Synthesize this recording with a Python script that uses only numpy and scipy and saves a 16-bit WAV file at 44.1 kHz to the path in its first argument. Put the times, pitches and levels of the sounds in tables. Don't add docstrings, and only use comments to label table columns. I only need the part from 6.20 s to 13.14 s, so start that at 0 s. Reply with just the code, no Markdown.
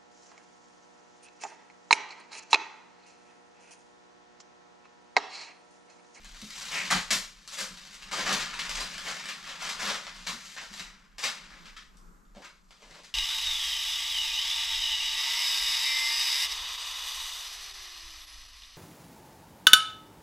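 import sys
import numpy as np
from scipy import signal
from scipy.fft import rfft, irfft, next_fast_len
from scipy.io import wavfile
from scipy.ndimage import uniform_filter1d

SR = 44100
rng = np.random.default_rng(int(sys.argv[2]) if len(sys.argv) > 2 else 0)


def file_out(sig):
    cols = np.atleast_2d(sig).T
    lim = np.clip(cols, -1, 1)
    pcm = np.round(lim * 32767).astype(np.int16)
    wavfile.write(sys.argv[1], SR, pcm)


N = 306054
TIME = np.arange(N) / SR


def undb(db):
    return 10 ** (np.asarray(db) / 20)


def unit(x):
    return x / np.sqrt(np.mean(x ** 2) + 1e-20)


def along(points, hz):
    f, value = np.transpose(points)
    return np.interp(np.log(hz + 1), np.log(f), value)


def shape(x, gain):
    size = next_fast_len(len(x) + 2048)
    hz = np.arange(size // 2 + 1) * SR / size
    return irfft(rfft(x, size) * gain(hz), size)[:len(x)]


def causal(db, size=4096):
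    hz = np.arange(size // 2 + 1) * SR / size
    cepstrum = irfft(np.log(undb(db(hz))))
    cepstrum[1:size // 2] *= 2
    cepstrum[size // 2 + 1:] = 0
    return irfft(np.exp(rfft(cepstrum)))


def ring(x, hz, width_hz):
    return signal.lfilter(*signal.iirpeak(hz, hz / width_hz, fs=SR), x)


def fade(t, t60):
    return undb(-60 * t / t60)


def add(out, start, x):
    i = max(int(start * SR), 0)
    out[i:i + len(x)] += x[:max(N - i, 0)]


def walk(rate, count):
    steps = np.arange(count) * rate / SR
    knots = rng.standard_normal(4096)
    return 1.2 * np.interp(steps, np.arange(len(knots)), knots)


# f/Hz, level/dB
AIR_SPECTRUM = [(15, -19.5), (29, -2), (45, -10), (62, -32.5), (85, -32.5), (130, -33.5), (180, -17.5),
                (260, -29), (700, -41), (1250, -30.5), (3000, -55.5), (7500, -45), (9500, -56.5),
                (12500, -50), (14500, -76)]
AIR_DB = -59


def air(waver_db=3.1, rumble_db=4):
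    side_tilt = [(40, -11.5), (1200, 2.5), (5000, -6.5)]
    mid = shape(rng.standard_normal(N), lambda hz: undb(along(AIR_SPECTRUM, hz)))
    side = shape(rng.standard_normal(N), lambda hz: undb(along(AIR_SPECTRUM, hz) + along(side_tilt, hz)))
    rumble = shape(mid, lambda hz: 1 / (1 + (hz / 60) ** 6))
    swells = rumble * (undb(rumble_db * np.tanh(walk(13, N))) - 1)
    stereo = np.array([mid + side, mid - side]) + swells
    return stereo / np.std(mid) * undb(AIR_DB + waver_db * walk(4.6, N))


def crinkle(count, rate, scatter_db, clump_db, slide_db):
    sizes = undb(scatter_db * np.minimum(rng.exponential(size=count), 3.5))
    happens = rng.random(count) < rate / SR
    clicks = happens * sizes * rng.choice([-1, 1], count)
    slide = undb(slide_db) * rng.standard_normal(count)
    return unit((unit(clicks) + slide) * undb(clump_db * walk(170, count)))


# t/s, level/dB, brightness/dB
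RUSTLE_COURSE = [(0.0, -58, 1.5), (0.25, -51, 11), (0.66, -35, -0.5), (0.85, -48, 2), (1.2, -58, 2),
                 (1.48, -51.5, 5.5), (1.8, -53, 2), (2.05, -33, -20.5), (2.6, -41.5, 3), (3.3, -44.5, -4),
                 (3.6, -42.5, -9), (4.33, -51.5, 8), (4.68, -50, -8), (4.93, -65, -14), (5.2, -44.5, -8.5),
                 (5.62, -62, -5), (5.901, -80, -12), (6.45, -73.5, 9), (6.76, -59.5, 4), (6.94, -60, -15)]


def rustle(body_db=-6.0):
    s, *columns = np.transpose(RUSTLE_COURSE)
    db, bright_db = (np.interp(TIME, s, column) for column in columns)
    grains = crinkle(N, rate=850, scatter_db=3.5, clump_db=4, slide_db=-1.0) * undb(db)
    low, mid, high = (shape(grains, lambda hz: 1 / (1 + (hz / edge) ** 4)) for edge in (850, 2700, 7000))
    bass = undb(body_db) * low
    middle = mid - low
    treble = undb(bright_db / 2) * (high - mid)
    top = undb(bright_db) * (grains - high)
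    return bass + middle + treble + top


def drumming(db=-54, follow=0.64, hz=180, width_hz=75, flutter_db=1.0, scuff_db=-9, scuff_hz=380):
    s, rustle_db, _ = np.transpose(RUSTLE_COURSE)
    busy_db = np.interp(TIME, s, rustle_db) - rustle_db.max()
    drive = undb(follow * busy_db + flutter_db * walk(20, N))
    panel = unit(ring(ring(rng.standard_normal(N), hz, width_hz), hz, width_hz))
    scuff = unit(ring(ring(rng.standard_normal(N), scuff_hz, scuff_hz), scuff_hz, scuff_hz))
    return undb(db) * drive * (panel + undb(scuff_db) * scuff)


def crease(db, treble_db, gain_db=13, settle_s=0.0015, front=4):
    t = TIME[:1024]
    click = rng.standard_normal(len(t)) * np.exp(-t / settle_s)
    click[0] = front
    click = click / np.linalg.norm(click)
    colour = [(500, -5.0), (2000, -6.5), (8000, 1.0 + treble_db)]  # f/Hz, level/dB
    return undb(db + gain_db) * signal.fftconvolve(click, causal(lambda hz: along(colour, hz), size=512))


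TUG_RISE_S, DRAW_RISE_SHARE, RELEASE_S = 0.0023, 0.27, 0.014


def flurry(length, rise, db, body_db, bright_db, clicks_per_s=2800, crowding=.9):
    t = TIME[:SR // 4]
    swell = np.minimum(t / max(rise, 3e-4), 1)
    force = swell * np.exp(-np.maximum(t - length, 0) / RELEASE_S)
    rate = clicks_per_s * undb(crowding * (db + 36))
    grains = force * crinkle(len(t), rate, scatter_db=3.0, clump_db=2.0, slide_db=-5)
    grains = unit(grains) * np.sqrt(np.mean(force ** 2))
    # f/Hz, level/dB
    colour = [(180, .5 * body_db), (340, 1.08 * body_db), (700, 0.85 * body_db), (1200, .12 * body_db),
              (1900, 0.0018), (4500, bright_db / 2), (9000, bright_db)]
    return undb(db) * signal.fftconvolve(grains, causal(lambda hz: along(colour, hz), size=512))


# t/s, click level/dB, treble/dB, level of the flurry that follows/dB
CREASE_SNAPS = [(0.046, -29.5, -3, -46), (0.1468, -26.5, -9, -51), (0.7106, -11.5, 6, -28.5),
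                (0.906, -10, -2, -29.5), (1.2768, -29.5, 6.5, -46.5), (2.1274, -17, 9.5, -36),
                (2.39, -20, -3, -28.5), (2.494, -16, 0.5, -36), (2.6072, -13.5, -0.5, -36.5),
                (2.884, -20, -3, -42), (3.0568, -20.5, -4, -55), (3.0884, -16.5, -5.5, -32),
                (3.4914, -17, -1.5, -30), (3.744, -14.5, -9, -30), (3.868, -19, -12, -38),
                (4.3653, -22.5, -12, -31.5), (4.596, -21.5, -4, -35), (5.454, -42, -7.5, -43),
                (5.565, -35, -8.5, -39.5), (5.771, -48.5, 9, -71), (6.508, -33.5, -6, -53),
                (6.835, -38.5, 1, -48)]


def snaps(follow_s=0.0082, body_db=-14, bright_db=2):
    out = np.zeros(N)
    for start, db, treble_db, follow_db in CREASE_SNAPS:
        add(out, start, crease(db, treble_db))
        add(out, start, flurry(follow_s, TUG_RISE_S, follow_db, body_db, treble_db + bright_db))
    return out


# t/s, relative level/dB, f/Hz
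LOW_THUDS = [(0.223, -35.5, 212.5), (0.72, -28, 186), (0.746, -24, 179), (0.911, -31, 199),
             (0.948, -35, 194), (1.41, -42, 201), (1.503, -41, 180), (2.121, -34, 188), (3.621, -38, 203),
             (4.073, -38.5, 179), (4.126, -40, 230), (4.506, -42.5, 203), (4.6, -41, 190),
             (5.061, -49, 227), (6.16, -41, 197), (6.701, -46, 168)]


def thuds(contact_s=0.011, t60=0.17, knock_db=-8, knock_s=.022, puff_hz=42, puff_db=-14, puff_t60=0.22):
    out, t = np.zeros(N), TIME[:SR // 2]
    push = 1 - np.exp(-t / contact_s)
    for start, db, hz in LOW_THUDS:
        mode = np.sin(2 * np.pi * hz * t) * fade(t, t60)
        knock = unit(ring(ring(rng.standard_normal(len(t)), hz, hz), hz, hz)) * np.exp(-t / knock_s)
        puff = np.sin(2 * np.pi * puff_hz * t) * fade(t, puff_t60)
        add(out, start, undb(db) * push * (mode + undb(knock_db) * knock + undb(puff_db) * puff))
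    return out


# t/s, length before release/s, level/dB, low-frequency body/dB, brightness/dB
SHEET_TUGS = [(0.704, 0.021, -21.5, -1.5, -9), (0.749, 0.021, -33.5, -1, 0), (0.907, 0.022, -25.5, -2, 9.5),
              (1.313, 0.031, -43, 1, 9.5), (1.372, 0.044, -34.5, 1.5, 7), (1.728, 0.025, -50, -1.5, 7.5),
              (1.913, 0.11, -32, 5, 0), (4.0665, 0.03, -31.5, -2.5, 1), (4.982, 0.063, -39.5, -1, 4),
              (6.148, 0.048, -57, 21, -1)]
SHEET_DRAWS = [(0.494, 0.095, -38.5, 5.5, 5.5), (2.047, 0.089, -26.5, 4.5, -3), (2.186, 0.03, -29, -20, -4),
               (2.574, 0.039, -34, 4.5, -4), (2.836, 0.074, -36, 5, -0.5), (3.252, 0.051, -39.5, -2, -2),
               (3.377, 0.12, -36.5, 0, -0.5), (3.577, 0.091, -32.5, 2.5, 0.5), (3.669, 0.033, -28, 3, -2),
               (4.404, 0.04, -44.5, 2, 0.5), (4.508, 0.088, -46, -3, 5.5), (5.022, 0.035, -26, -4, -0.5),
               (5.301, 0.067, -55.5, 8.5, -15), (6.215, 0.035, -43.5, -4.5, -6),
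               (6.578, 0.23, -55.5, 12, -2.5)]


def pulls(click_db=10, click_treble_db=-5):
    out = np.zeros(N)
    for start, length, db, *tone in SHEET_TUGS:
        add(out, start, crease(db + click_db, click_treble_db))
        add(out, start, flurry(length, TUG_RISE_S, db, *tone))
    for start, length, *sound in SHEET_DRAWS:
        add(out, start, flurry(length, DRAW_RISE_SHARE * length, *sound))
    return out


# t/s, length/s, relative level/dB, central slip rate/(1/s), strip resonance f/Hz
TAPE_PEELS = [(0.514, 0.11, -32.5, 550, 2270), (0.702, 0.023, -27.5, 336, 1110),
              (2.861, 0.03, -37.5, 264, 1980), (5.027, 0.0086, -40, 480, 1220),
              (5.315, 0.022, -48.5, 480, 1690)]


def peels(jitter=.4, width_hz=1000, scatter_db=-0.5):
    out, t = np.zeros(N), TIME[:SR // 4]
    for start, length, db, rate, hz in TAPE_PEELS:
        turns = np.cumsum(rate * np.exp(jitter * walk(400, len(t)))) / SR
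        slips = np.diff(np.floor(turns), prepend=0) * undb(scatter_db * rng.standard_normal(len(t)))
        strip = unit(ring(ring(slips, hz, width_hz), hz, width_hz))
        arch = np.sqrt(np.abs(np.sin(np.pi * np.minimum(t / length, 1))))
        add(out, start, undb(db) * strip * arch)
    return out


def folds(x, depth_db=0.76, rate=28):
    centres = 500 * 2 ** (np.arange(11) / 2)
    bands = (shape(x, lambda hz: along(np.c_[centres, pick], hz)) for pick in np.eye(len(centres)))
    return sum(band * undb(depth_db * walk(rate, N)) for band in bands)


# f/Hz, level/dB
SHEET_SPECTRUM = [(300, -12.5), (440, -10.5), (620, -9), (780, -6), (1100, -0.86), (1750, 0), (3000, -2),
                  (4800, -2.5), (7600, -8), (9300, -18.5), (12200, -23.5), (13800, -32.5), (15000, -48.5)]
# f/Hz, width/Hz, change of level/dB
BODY_HOLLOWS = [(201.5, 21, 12), (570, 57, 5.5), (949, 15, 5), (1193, 21, -1.5)]


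def radiate(clicks, bass_db=-15):
    spectrum = [(40, -43.5), (90, -36.5), (170, bass_db)] + SHEET_SPECTRUM

    def colour(hz):
        hollows = sum(db / (1 + (2 * (hz - f) / width) ** 2) for f, width, db in BODY_HOLLOWS)
        return along(spectrum, hz) + hollows

    response = causal(colour)
    return signal.fftconvolve(clicks, response / np.linalg.norm(response))[:N]


def echoes(early_t60=0.32, late_t60=0.41, top_t60=0.35, early_db=-3., late_db=-7.0):
    t = TIME[:32768]
    early = rng.standard_normal(len(t)) * (rng.random(len(t)) < .08) * fade(t, early_t60)
    noise = rng.standard_normal(len(t))
    low = shape(noise, lambda hz: 1 / (1 + (hz / 8000) ** 4))
    late = low * fade(t, late_t60) + (noise - low) * fade(t, top_t60)
    early = undb(early_db) * early / np.linalg.norm(early)
    late = undb(late_db) * late / np.linalg.norm(late)
    return (early + late) * (t > .001)


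# f/Hz, left minus right/dB
PORT_TILT = [(200, -0.2), (500, 0), (1200, 2), (4400, 2), (8000, 2.5), (13000, 1)]
# f/Hz, lead of the left/rad
PORT_LEAD = [(100, -0.087), (1000, -0.25), (3000, -0.51), (5000, -0.3), (8600, -0.95), (10000, 0.45)]
# f/Hz, level/dB
ECHO_SPREAD = [(150, -11.5), (500, -11.5), (1000, -12), (4000, -6), (8000, -21), (12000, -4.5)]


def garage(x, direct_db=-5.0, count=6, size=400):
    spot = np.repeat(rng.integers(count, size=N // size + 1), size)[:N]
    shares = uniform_filter1d(1. * (spot == np.arange(count)[:, None]), size)
    parts = x * shares / np.linalg.norm(shares, axis=0)
    mid, side = (sum(signal.fftconvolve(part, echoes())[:N] for part in parts) for _ in range(2))
    mid = mid + undb(direct_db) * x
    side = shape(side, lambda hz: undb(along(ECHO_SPREAD, hz)))

    def port(sign):
        def gain(hz):
            return undb(sign * along(PORT_TILT, hz) / 2) * np.exp(.5j * sign * along(PORT_LEAD, hz))
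        return shape(mid + sign * side, gain)

    return np.array([port(1), port(-1)])


def scene():
    sheet = radiate(folds(pulls() + rustle()) + snaps())
    return garage(sheet + peels()) + thuds() + drumming() + air()


def record(dry, top_hz=15000):
    return signal.sosfiltfilt(signal.ellip(8, .1, 60, top_hz, fs=SR, output="sos"), dry)


dry = scene()
out = record(dry)
file_out(out)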